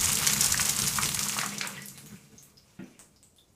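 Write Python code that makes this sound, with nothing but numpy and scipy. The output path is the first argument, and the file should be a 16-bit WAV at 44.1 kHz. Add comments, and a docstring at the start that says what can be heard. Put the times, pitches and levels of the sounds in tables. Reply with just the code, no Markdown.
"""Bathtub tap closing

A stream splatters on the drain of an empty tub: swarms of pitched bubble bursts over shaped noise.
The drain gulps with larger bubbles; noise through modes drums the tub floor over a rumble and a low hum.
The tap is closed, the stream thins to a trickle and last drops tick and plink in the hard-walled alcove.
Someone sitting on the rim bumps the tub once, a stumble of three contacts: decaying wall modes and noise.
"""
import sys
import numpy as np
from scipy import signal
from scipy.fft import rfft, irfft, next_fast_len
from scipy.io import wavfile
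from scipy.ndimage import map_coordinates

SR = 44100
rng = np.random.default_rng(int(sys.argv[2]) if len(sys.argv) > 2 else 0)


def to_wav(sig):
    """Store sig (one row per channel, or 1-D mono) as 16-bit WAV at the path in sys.argv[1].

    Samples outside -1..1 are clipped; the rate is SR.
    """
    pcm = np.clip(np.atleast_2d(sig), -1, 1) * 32767
    pcm = np.round(pcm).astype(np.int16)
    wavfile.write(sys.argv[1], SR, pcm.T)  # frames by channels


N = 156555  # samples

# All dB in the tables are relative, ahead of mixing gains and echo.
# spray of the stream (time [s], level [dB])
SPRAY_LEVEL = [(0,-28),(.42,-26),(.65,-27.5),(.95,-26),(1.05,-29),(1.42,-33),(1.54,-39.5),(1.76,-47.5),(1.9,-49),(2.15,-54),(2.55,-60.5),(3.4,-64.5)]
# water in the drain (time [s], level [dB])
DRAIN_LEVEL = [(0,-35),(1.1,-44),(1.45,-36),(1.56,-38.5),(1.66,-32.5),(1.93,-52.5),(2.55,-62),(2.95,-56.5),(3.2,-81)]
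# drumming of the tub floor, before surges (time [s], level [dB])
DRUM_LEVEL = [(0,-41),(.7,-42.5),(1.15,-44.5),(1.6,-45.5),(1.95,-55.5),(2.45,-66),(3.5,-74.5)]
# low rumble, before surges (time [s], level [dB])
RUMBLE_LEVEL = [(0,-40),(.3,-52),(.55,-41),(.7,-49.5),(1.15,-47.5),(1.45,-67),(3.5,-71)]
# swells of the drumming (centre time [s], added level [dB])
SURGES = [(.39,5.5),(.83,7),(1.07,8.5),(1.47,4),(2.05,9),(2.141,13.5),(2.341,12.5)]
SURGE_WIDTH_S = 0.035  # centre to 1/e of the added dB
# steady hum that swells as the tap closes (time [s], level [dB])
HUM_LEVEL = [(0,-52),(1.35,-51.5),(1.55,-43.5),(1.85,-54.5),(2.2,-76.5)]
HUM_HZ = 203
# small bubbles bursting in the splash (time [s], level [dB], pitch [Hz])
SNAPS = [(.0105,-12.5,6640),(.0568,-15,6330),(.131,-10,8300),(.1538,-12,7100),(.1715,-16,7700),(.2,-18.5,7500),(.2728,-7.5,6360),(.3341,-11,7400),(.4085,-8.5,7200),(.411,-7.5,6740),(.4405,-15,6770),(.523,-8.5,6900),(.5755,-13.5,5670),(.6555,-13,7200),(.6937,-10,7050),(.8195,-13,6300),(1.1915,-14.5,6040),(1.231,-16.5,6230),(1.285,-17,7250),(1.3204,-21.5,5400),(1.39,-21.5,6800),(1.414,-19,6300),(1.461,-18.5,6940),(1.5822,-20,6200),(1.6115,-20.5,4400),(1.6729,-19.5,8020),(1.82,-31,7400),(1.8578,-26,10700),(1.8837,-28.5,7650)]
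# large bubbles bursting in the drain (time [s], level [dB], pitch [Hz])
GULPS = [(.0717,-17,2200),(.1715,-18,3100),(.2712,-13,2300),(.298,-16.5,2370),(.5435,-17,1700),(.5955,-12,1700),(.9852,-12.5,1300),(1.0325,-17,2300),(1.172,-20,2400),(1.1915,-18,3100),(1.2955,-20.5,2700),(1.365,-22,1050),(1.386,-18.5,1400),(1.388,-11.5,2750),(1.414,-18,2100),(1.432,-19,1240),(1.6114,-14.5,2200)]
# last drops (time [s], level [dB], starting pitch [Hz], decay to 1/e [cycles])
DRIPS = [(1.777,-38,1930,9.9),(1.791,-43,4900,4),(1.828,-41,5500,4),(1.96,-48,4020,4),(1.977,-26.5,10800,1.2),(2.061,-29.5,6560,1.2),(2.124,-44,1390,0.92),(2.16,-42.5,2490,1.6),(2.381,-39,6350,5.3),(2.427,-33.5,7550,1.1),(2.43,-45.5,13200,5.9),(2.572,-44,4960,3.9),(2.84,-48,5800,2.5),(2.993,-30.5,8120,1),(3.162,-48,4980,2),(3.229,-41,7870,3.8),(3.363,-45,9450,1.5),(3.384,-50,3470,6.7)]
# bumps against the tub (time [s], ring level [dB], clack level [dB])
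BUMPS = [(2.791,-34.5,-46.5),(2.823,-37.5,-54.5),(2.863,-54,-63)]
# modes of the tub floor under the stream (centre [Hz], width [Hz], gain [dB])
FLOOR_MODES = [(138.6,8.1,1),(170.1,9.4,-3.5),(203.9,7,0),(305,190,-18.5),(449,6.8,-9.5)]
# modes of the tub wall (frequency [Hz], level [dB], t60 [s])
WALL_MODES = [(152,-2,.06),(192,11.5,0.062),(244,1,0.11),(330.6,-2,0.19)]
# noise spectra (frequency [Hz], density [dB per Hz])
SPRAY_COLOUR = [(300,-28.5),(1000,-4),(3000,-8),(4800,-4),(7000,-4),(9000,-7),(11500,-7),(15500,-11)]
DRAIN_COLOUR = [(250,-20.5),(450,0),(720,-1.5),(1000,-1.5),(1700,-3),(2300,5.5),(3500,-5),(6000,-11.5),(12000,-23)]
RUMBLE_COLOUR = [(20,-15.5),(38,-18.5),(52,-9.5),(80,-3.5),(105,-4.5),(160,-15),(400,-54.5)]
THUD_COLOUR = [(60,-30),(250,10.5),(550,-1.5),(1000,-12),(1500,-5),(2400,-4.5),(3400,-21),(9000,-36)]
AIR_COLOUR = [(25,-12),(167,-2.5),(475,-6.5),(1720,-23),(3500,-25),(15000,-35.5)]
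# ring of the alcove (frequency [Hz], t60 [s])
ALCOVE_T60 = [(200,0.55),(2000,0.19),(7000,0.28),(14000,0.29)]
ALCOVE_BUILD_S = 0.004  # the echoes take this long to gather
# the listening point backs away from the drain (time [s], direct sound [dB])
NEARNESS = [(1.2,-2),(2.2,-14)]
TOP_HZ = 15250  # band limit


def amp(db):
    """Decibels to gain."""
    return 10 ** (np.asarray(db) / 20)


def unit(x):
    """Scale to rms 1."""
    return x / np.sqrt(np.mean(x ** 2) + 1e-20)


def along(points, hz):
    """Interpolate (Hz, value) points on a log-frequency axis."""
    f, v = np.transpose(points)
    return np.interp(np.log(hz + 1), np.log(f + 1), v)


def level(rows):
    """Gain per sample from (s, dB) rows."""
    return amp(np.interp(np.arange(N) / SR, *np.transpose(rows)))


def wobble(rate_hz):
    """Smooth random curve, rate_hz knots a second."""
    knots = rng.standard_normal(int(N * rate_hz / SR) + 4)
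    return map_coordinates(knots, [np.arange(N) * rate_hz / SR])


def filtered(x, response):
    """Multiply the spectrum of x by a response of frequency."""
    m = next_fast_len(N + SR // 2)
    hz = np.fft.rfftfreq(m, 1 / SR)
    return irfft(rfft(x, m) * response(hz), m)[:N]


def noise(colour):
    """Coloured noise of rms 1."""
    return unit(filtered(rng.standard_normal(N), lambda hz: amp(along(colour, hz))))


def add(track, start_s, sound):
    """Mix a sound into the track at start_s."""
    part = track[max(0, round(start_s * SR)):][:len(sound)]
    part += sound[:len(part)]


def alcove(x, wet_db, direct=1):
    """Direct sound plus the ring of the hard walls: noise decaying at a rate set by frequency."""
    hz, t, z = signal.stft(rng.standard_normal(SR // 2), SR, nperseg=256)
    decay = amp(-60 * t / along(ALCOVE_T60, hz)[:, None])
    tail = signal.istft(z * decay, SR, nperseg=256)[1]
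    tail *= np.minimum(np.arange(len(tail)) / SR / ALCOVE_BUILD_S, 1) ** 2
    out = amp(wet_db) * signal.fftconvolve(x, tail / np.linalg.norm(tail))
    out[:len(x)] += direct * x
    return out


def chirp(t, hz, cycles, rise):
    """A bursting bubble swells and fades; its pitch climbs through hz as the cavity opens."""
    u = np.minimum(t * hz / cycles, 1)
    swell = np.abs(np.sin(np.pi * u ** .7)) ** 1.5
    # integral of a pitch hz * exp(rise * (u - .4))
    turns = cycles * (np.exp(rise * (u - .4)) - np.exp(-rise * .4)) / rise
    return swell * np.sin(2 * np.pi * turns)


def bubbles(count, hz, spread, cycles, rise, size_db, size):
    """Random swarm of bursting bubbles, many small and few large, rms 1; size in samples."""
    when, loud, high = rng.random((3, count, 1))
    pitch_hz = np.minimum(hz * np.exp(spread * (2 * high - 1)), TOP_HZ)
    strength = amp(-size_db * np.log(loud + .03))
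    grains = strength * chirp(np.arange(size) / SR, pitch_hz, cycles, rise)
    index = (when * N).astype(int) + np.arange(size)
    return unit(np.bincount(index.ravel(), grains.ravel(), N)[:N])


def spray():
    """The stream breaks into clumps of tiny bubbles over a hiss; as it thins, single drops gain weight."""
    crackle = bubbles(count=1700, hz=7406, spread=0.26, cycles=7, rise=.7, size_db=4.5, size=128)
    ticks = bubbles(count=2400, hz=6500, spread=0.86, cycles=2.24, rise=0.21, size_db=4.5, size=128)
    patter = bubbles(count=420, hz=9400, spread=0.8, cycles=1.3, rise=0.42, size_db=3.5, size=128)
    clumps = amp(4.4 * np.tanh(wobble(75)) + 2.8 * np.tanh(wobble(280)))
    water = amp(-5) * crackle + amp(-10.5) * ticks + amp(-5.5) * noise(SPRAY_COLOUR)
    flow = level(SPRAY_LEVEL)
    thinning = np.sqrt(np.minimum(flow.max() / flow, 10))
    stream = (water * clumps + amp(-15) * thinning * patter) * flow
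    return alcove(stream, wet_db=-8.0, direct=level(NEARNESS))[:N]


def drain():
    """Larger bubbles churn in the strainer, in short clusters."""
    churn = bubbles(count=900, hz=2183, spread=0.7, cycles=7, rise=0.92, size_db=5.0, size=600)
    clusters = amp(3.0 * wobble(44.78))
    water = (amp(-5.0) * churn + amp(-5.5) * noise(DRAIN_COLOUR)) * clusters
    return alcove(water * level(DRAIN_LEVEL), wet_db=-7.0, direct=level(NEARNESS))[:N]


def floor_response(hz):
    """Resonances of the thin tub floor, summed with alternating sign."""
    total = 0
    for k, (centre_hz, width_hz, db) in enumerate(FLOOR_MODES):
        damping = 1j * hz * width_hz
        total = total + (-1) ** k * amp(db) * damping / (centre_hz ** 2 - hz ** 2 + damping)
    return total


def tub_floor():
    """The stream drums on the thin floor in uneven swells, over a deep rumble."""
    t = np.arange(N) / SR
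    surge_db = sum(db * np.exp(-((t - s) / SURGE_WIDTH_S) ** 2) for s, db in SURGES)
    drum = unit(filtered(rng.standard_normal(N), floor_response)) * level(DRUM_LEVEL) * amp(surge_db)
    rumble_swell = amp(0.49 * surge_db + 3 * np.tanh(wobble(18)))
    return drum + noise(RUMBLE_COLOUR) * level(RUMBLE_LEVEL) * rumble_swell


def hum(waver_hz):
    """Narrow low tone, wavering in pitch and level while the water runs, probably from the pipes."""
    phase = 2 * np.pi * np.cumsum(HUM_HZ + waver_hz * wobble(14)) / SR
    return unit(np.sin(phase) * amp(2 * wobble(9))) * level(HUM_LEVEL)


def bursts(rows, cycles, rise, splash_db, splash_cycles, wet_db):
    """Single loud bubbles, each in a short splash around its pitch; low ones last longer, far ones echo more."""
    out, t = np.zeros(N), np.arange(SR // 20) / SR
    for s, db, hz in rows:
        edges_hz = [hz * 0.6, min(hz * 1.635, SR * .45)]
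        band = signal.butter(2, edges_hz, "band", fs=SR, output="sos")
        u = t * hz / splash_cycles
        splash = unit(signal.sosfilt(band, rng.standard_normal(len(t)))) * u * np.exp(1 - u)
        burst = chirp(t, hz, cycles, rise) + amp(splash_db) * splash
        far_db = -np.interp(s, *np.transpose(NEARNESS))
        add(out, s, amp(db) * alcove(burst, wet_db + far_db))
    return out


def drips(rise, wet_db, tick_db):
    """Each last drop ticks and traps a bubble whose plink glides up a little and rings on faintly."""
    out, t = np.zeros(N), np.arange(SR // 8) / SR
    for s, db, hz, cycles in DRIPS:
        u = t * hz / cycles
        ring = np.exp(-u) + amp(-20) * np.exp(-u / 9)
        attack = 1 - np.exp(-2 * t * hz)
        pitch_hz = hz * (1 + rise * (1 - np.exp(-u / 2)))
        plink = np.sin(2 * np.pi * np.cumsum(pitch_hz) / SR) * ring * attack
        tick = rng.standard_normal(len(t)) * np.exp(-t * hz / 2)
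        add(out, s, amp(db) * alcove(plink + amp(tick_db) * tick, wet_db, direct=1.24))
    return out


def knock(thud_t60_s, attack_s, wet_db):
    """A soft, stumbling bump briefly rings the tub wall; its dull clack echoes in the alcove."""
    out, t = np.zeros(N), np.arange(SR // 2) / SR
    ring = sum(amp(db - 60 * t / t60_s) * np.sin(2 * np.pi * hz * t) for hz, db, t60_s in WALL_MODES)
    ring = ring * (1 - np.exp(-t / attack_s))
    for s, ring_db, clack_db in BUMPS:
        clack = noise(THUD_COLOUR)[:len(t)] * amp(clack_db - 60 * t / thud_t60_s)
        add(out, s, amp(ring_db) * ring)
        add(out, s, alcove(clack, wet_db, direct=1))
    return out


def scene():
    """All the water, the hum, the knock and the quiet air of the bathroom."""
    water = spray() + drain() + tub_floor() + hum(waver_hz=4.99)
    snaps = amp(-3.0) * bursts(SNAPS, cycles=12, rise=.7, splash_db=-9, splash_cycles=11, wet_db=-10)
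    gulps = amp(-5.5) * bursts(GULPS, cycles=6, rise=.8, splash_db=-7, splash_cycles=2.5, wet_db=-6.5)
    drops = drips(rise=0.0305, wet_db=8, tick_db=-9)
    bump = knock(thud_t60_s=0.061, attack_s=0.0077, wet_db=7.5)
    air = amp(-68.5) * noise(AIR_COLOUR)
    return (water + snaps + gulps + drops + bump + air)[None]


def record(dry):
    """Low-pass: the sound falls away steeply above the band limit."""
    return filtered(dry[0], lambda hz: amp(-60 * np.clip((hz - TOP_HZ) / 600, 0, 2) ** 2))[None]


dry = scene()
out = record(dry)
to_wav(out)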